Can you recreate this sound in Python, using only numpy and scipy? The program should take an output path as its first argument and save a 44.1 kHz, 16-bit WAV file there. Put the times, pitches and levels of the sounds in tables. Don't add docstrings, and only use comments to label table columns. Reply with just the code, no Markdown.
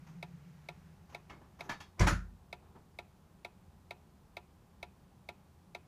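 import sys
import numpy as np
from scipy import signal
from scipy.fft import rfft, irfft
from scipy.io import wavfile

SR = 44100
rng = np.random.default_rng(int(sys.argv[2]) if len(sys.argv) > 2 else 0)


def dump(signal):
    limited = np.clip(np.atleast_2d(signal).T, -1, 1)
    pcm = np.round(limited * 32767).astype(np.int16)
    wavfile.write(sys.argv[1], SR, pcm)


N = 258867

# (frequency [Hz], level [dB])
ROOM_TONE_EQ = [(15, -40.5), (25, -14), (75, 0), (106, -10), (135, -3.5), (224, -10), (257, -15),
                (383, -17.5), (415, -19.5), (691, -22), (856, -19.5), (927, -25), (1000, -21.5),
                (2070, -31.5), (15000, -41)]
# (frequency [Hz], level [dB])
HISS_EQ = [(200, -30), (500, 0), (900, -5), (1400, 2.5), (2300, -1), (3500, -10), (6500, -10.5),
           (9000, -21), (15000, -23)]
# (frequency [Hz], t60 [s])
ROOM_DECAY = [(100, 0.6), (300, 0.28), (700, 0.24), (1500, 0.3), (3000, 0.25), (6000, 0.26), (10000, 0.24),
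              (15000, 0.21)]

# (frequency [Hz], level [dB])
HANDLE_EQ = [(60, -11.5), (170, -4.5), (350, -7), (500, -10), (850, 0.5), (1250, -2), (1520, -7.5),
             (2100, -7), (2700, -9), (4200, -17), (6500, -18.5), (8200, -29.5), (11000, -30), (15000, -37)]
# (frequency [Hz], level [dB], t60 [s])
HANDLE_MODES = [(894, -22, 0.096), (1150, -19, .17), (1240, -13.5, 0.13), (1740, 3.5, 0.088),
                (1730, -6, 0.17), (2600, -25, 0.061), (2700, -13.5, .15), (3200, -9, 0.14),
                (3230, -14, 0.18), (3758, -18.5, 0.41), (4290, -23, 0.36), (4500, -13, 0.23),
                (5110, -20, 0.31), (5378, -20, .22), (6060, -18, 0.2), (6800, -28, 0.15)]
# (time [s], level [dB], tilt [dB/octave])
HANDLE_SCRAPES = [(.062, -60, -2.5), (1.088, -62.5, -1.5), (1.118, -58, -3.5), (1.586, -53.5, -3),
                  (1.629, -69, 5.5)]
# (frequency [Hz], width [Hz], boost [dB])
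SCRAPE_RESONANCES = [(955, 110, -2), (6160, 1700, 10), (12400, 3500, 14)]
# (time [s], level [dB], tilt [dB/octave], pitch of the struck part [Hz])
HANDLE_CLICKS = [(1.294, -48.5, -1.5, 2160), (1.690, -36.5, -0.54, 1726), (1.710, -45, -0.8, 1740),
                 (1.8, -49.5, 2, 3340)]
# (time [s], level [dB], length [x room decay])
LEAF_RUBS = [(1.298, -55, 2), (1.409, -57.5, 0.73), (1.644, -55, 2), (2.61, -66.5, 3.7),
             (2.749, -56.5, 0.91)]
# (frequency [Hz], width [Hz], boost [dB])
RUB_RESONANCES = [(389, 41, 9.5), (960, 41, 2)]

# (frequency [Hz], level [dB], time to peak [s])
SHELL_PULSES = [(647, -39.5, 0.00403), (930, -47.5, 0.00407), (1275, -56, 0.00419), (1500, -61.5, 0.00351),
                (2217, -37.5, 0.0031), (2557, -45, 0.00414), (3626, -47, 0.003), (4080, -50.5, .0032),
                (4700, -59.5, 0.0043), (5200, -58.5, .0025), (6100, -59, .0023), (10120, -60.5, .0022),
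                (13500, -61, .0016)]
# (frequency [Hz], level [dB], t60 [s])
SILL_MODES = [(357.4, -53.5, 0.15), (418, -57.5, 0.18), (515, -63.5, 0.12), (586, -73, 0.125),
              (723, -51.5, 0.15), (851, -51, 0.12), (965.4, -47.5, 0.095), (1190, -61.5, 0.11),
              (1381, -51, 0.077), (1566, -55.5, 0.055), (1797, -50.5, 0.054), (2243, -45, 0.031),
              (2526, -71.5, 0.3), (2546, -64, 0.1), (2543, -64, 0.16), (3800, -76, .07),
              (3863, -47.5, 0.036), (3900, -59, 0.04)]
# (frequency [Hz], level [dB], t60 [s])
SNAP_MODES = [(1450, -48, 0.0057), (2260, -43.5, .008), (4050, -44, 0.011)]
# (delay [s], level [dB])
RECESS_ECHOES = [(.0064, -14.5), (.008, -24), (.012, -24), (.0172, -26.5), (.0235, -31.5)]
# (frequency [Hz], level [dB])
SCATTER_EQ = [(150, -43), (400, -6), (800, -2), (1600, -8), (2400, 2), (3100, -4), (4100, 0.5),
              (5200, -12.5), (8000, -16), (10300, -23.5), (12000, -30), (15000, -28.5)]
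# (frequency [Hz], level [dB])
CHATTER_EQ = [(800, -22), (2500, -2.5), (5000, 2), (8000, -8.5), (11000, -9), (15000, -12)]

# (frequency [Hz], level [dB])
BUMP_EQ = [(88, -33), (150, -4.5), (210, -1.5), (280, -23), (350, -3.5), (430, -17), (700, -9.5),
           (820, -20), (1050, -7), (1300, -14.5), (2360, -14), (2600, -23.5), (6900, -27.5), (15000, -52)]
# (frequency [Hz], level [dB], t60 [s])
LEAF_MODES = [(48.24, -20, 0.54), (79.5, -31, 0.65), (88.4, -21, 0.22), (112.5, -22, 0.31),
              (147.8, -29, 0.31), (163.2, -33, 0.34), (183.6, -30, 0.45), (230.3, -34.5, 0.36),
              (339.5, -28, .16)]
# (frequency [Hz], level [dB])
LATCH_EQ = [(120, -17), (300, -9.5), (430, -18.5), (600, -13), (1100, -13), (1370, -2.5), (2150, -16),
            (2400, -14.5), (3500, -21.5), (6700, -22.5), (8500, -34.5), (10200, -27.5), (11800, -37.5),
            (15000, -39)]
# (frequency [Hz], level [dB], t60 [s])
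LATCH_MODES = [(305, -28, 0.14), (866, -24, 0.06), (1236, -37, 0.17), (1208, -35.5, 0.14),
               (1288, -32.5, 0.23), (1377, -34, 0.29), (1400, -36, .24), (1477, -32.5, 0.28),
               (1630, -51, 0.225), (1810, -39, 0.31), (1950, -41, 0.23), (2370, -47, 0.075),
               (5420, -42, 0.16)]


def gain_of(db):
    return 10 ** (np.asarray(db) / 20)


def unit_rms(x):
    return x / np.sqrt(np.mean(x ** 2) + 1e-20)


def curve_at(points, hz):
    f, value = np.transpose(points)
    return np.interp(np.log(hz + 1), np.log(f + 1), value)


def add(mix, s, sound):
    part = mix[round(s * SR):][:len(sound)]
    part += sound[:len(part)]


def noise(eq, size, tilt=0, peaks=()):
    hz = np.fft.rfftfreq(size, 1 / SR)
    db = curve_at(eq, hz) + tilt * np.log2(np.clip(hz, 400, 8000))
    for centre, width, boost in peaks:
        db = db + boost / (1 + (2 * (hz - centre) / width) ** 2)
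    return unit_rms(irfft(rfft(rng.standard_normal(size)) * gain_of(db), size))


def swell(t, rise):
    return np.sin(np.pi / 2 * np.clip(t / rise, 0, 1)) ** 2


def ring(modes, rise):
    t = np.arange(SR) / SR
    partials = ((-1) ** k * gain_of(db - 60 * t / t60) * np.sin(2 * np.pi * hz * t)
                for k, (hz, db, t60) in enumerate(modes))
    return swell(t, rise) * sum(partials)


def far_blow(eq, db, rise, tilt=0, length=1, peaks=()):
    hz, t, bands = signal.stft(noise(eq, SR, tilt, peaks), SR, nperseg=256)
    t60 = length * curve_at(ROOM_DECAY, hz)[:, None]
    decay = gain_of(-60 * np.maximum(t - rise, 0) / t60)
    tail = signal.istft(bands * decay, SR, nperseg=256)[1][:SR]
    return gain_of(db) * swell(np.arange(SR) / SR, rise) * tail


def room_tone(db=-61):
    peaks = [(89, 14, 7.4), (183.4, 43, 5.8), (384, 92, 3.2), (878, 400, 3.5)]
    return gain_of(db) * noise(ROOM_TONE_EQ, N, peaks=peaks)


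def beyond_door(hiss_db=-73, drone_db=-52, drone_hz=159, width_hz=42, fade_db_per_s=8):
    t, hz = np.arange(N) / SR, np.fft.rfftfreq(N, 1 / SR)
    band = 1 / (1 + (2 * (hz - drone_hz) / width_hz) ** 4)
    drone = unit_rms(irfft(rfft(rng.standard_normal(N)) * band, N))
    drone *= gain_of(drone_db - fade_db_per_s * t)
    hiss = gain_of(hiss_db) * noise(HISS_EQ, N)
    swing_to_ajar = gain_of(-6 * swell(t - 0.71, rise=0.51))
    seal = 1 - swell(t - 1.87, rise=0.12)
    return swing_to_ajar * seal * (drone + hiss)


def handle_contact(db, rise, tilt, length, peaks, ring_db):
    modes = [(hz, level + tilt * np.log2(hz / 700), t60) for hz, level, t60 in HANDLE_MODES]
    knock = far_blow(HANDLE_EQ, db, rise, tilt, length, peaks)
    return knock + gain_of(db + ring_db) * ring(modes, rise)


def handle_rattle():
    out = np.zeros(N)
    for s, db, tilt in HANDLE_SCRAPES:
        scrape = handle_contact(db, 0.012, tilt, length=1.22, peaks=SCRAPE_RESONANCES, ring_db=-13)
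        add(out, s, scrape)
    for s, db, tilt, hz in HANDLE_CLICKS:
        struck_part = (hz, 0.051 * hz, 13)
        click = handle_contact(db, 0.0073, tilt, length=0.69, peaks=[struck_part], ring_db=-5.5)
        add(out, s, click)
    for s, db, length in LEAF_RUBS:
        rise = 0.011 * np.sqrt(length)
        rub = handle_contact(db, rise, tilt=-7, length=length, peaks=RUB_RESONANCES, ring_db=0)
        add(out, s, rub)
    return out


def solar_toy(first_s=0.2262, period_s=0.46014, sharpness=6.7):
    t = np.arange(SR) / SR

    def envelope(db, t60, rise):
        return gain_of(db - 60 * t / t60) * swell(t, rise)

    shell = np.zeros(SR)
    for hz, db, peak_s in SHELL_PULSES:
        pulse = (t / peak_s * np.exp(1 - t / peak_s)) ** sharpness
        shell += gain_of(db) * pulse * np.cos(2 * np.pi * hz * (t - peak_s))
    tick = shell + ring(SILL_MODES, rise=0.0083)
    add(tick, 0.0006, ring(SNAP_MODES, rise=0.00043))
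    for delay, db in RECESS_ECHOES:
        add(tick, delay, -gain_of(db) * shell)
    tick += envelope(db=-53, t60=0.079, rise=0.00093) * noise(SCATTER_EQ, SR)
    room_wash = noise(SCATTER_EQ, SR, tilt=-7, peaks=[(2420, 520, 6)])
    tick += envelope(db=-68, t60=0.56, rise=0.02) * room_wash
    chatter_envelope = envelope(db=-54, t60=0.039, rise=0.0015)
    out = np.zeros(N)
    for s in np.arange(first_s, N / SR, period_s):
        add(out, s, tick + chatter_envelope * noise(CHATTER_EQ, SR))
    return out


def door_shut():
    bolt_peaks = [(5860, 1230, 11.5), (13500, 4000, 6)]
    bump_peaks = [(478, 27, 11.9), (567, 14, 5.9), (1000, 110, 3.6)]
    latch_peaks = [(570, 29, 9.4), (686, 30, 4.1), (4290, 60, 5.7), (5810, 43, 4), (6890, 89, 8.6)]
    swing = far_blow(BUMP_EQ, db=-43.5, rise=0.05, tilt=-4, length=0.9)
    bolt = far_blow(BUMP_EQ, db=-35, rise=0.006, tilt=2.5, length=0.19, peaks=bolt_peaks)
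    bump = far_blow(BUMP_EQ, db=-28.5, rise=0.015, peaks=bump_peaks)
    boom = ring(LEAF_MODES, rise=0.013)
    latch = far_blow(LATCH_EQ, db=-27, rise=0.012, tilt=-0.03, length=0.88, peaks=latch_peaks)
    out = np.zeros(N)
    add(out, 1.968, swing)
    add(out, 1.992, bolt)
    add(out, 1.997, bump)
    add(out, 1.998, boom)
    add(out, 2.065, latch)
    add(out, 2.067, ring(LATCH_MODES, rise=0.0063))
    add(out, 2.108, gain_of(-8.5) * boom)
    return out


def scene():
    return (room_tone() + beyond_door() + handle_rattle() + solar_toy() + door_shut())[None]


def record(dry):
    high_cut = signal.firwin(511, 15400, window=("kaiser", 9), fs=SR)
    return signal.oaconvolve(dry, high_cut[None], "same")


dry = scene()
out = record(dry)
dump(out)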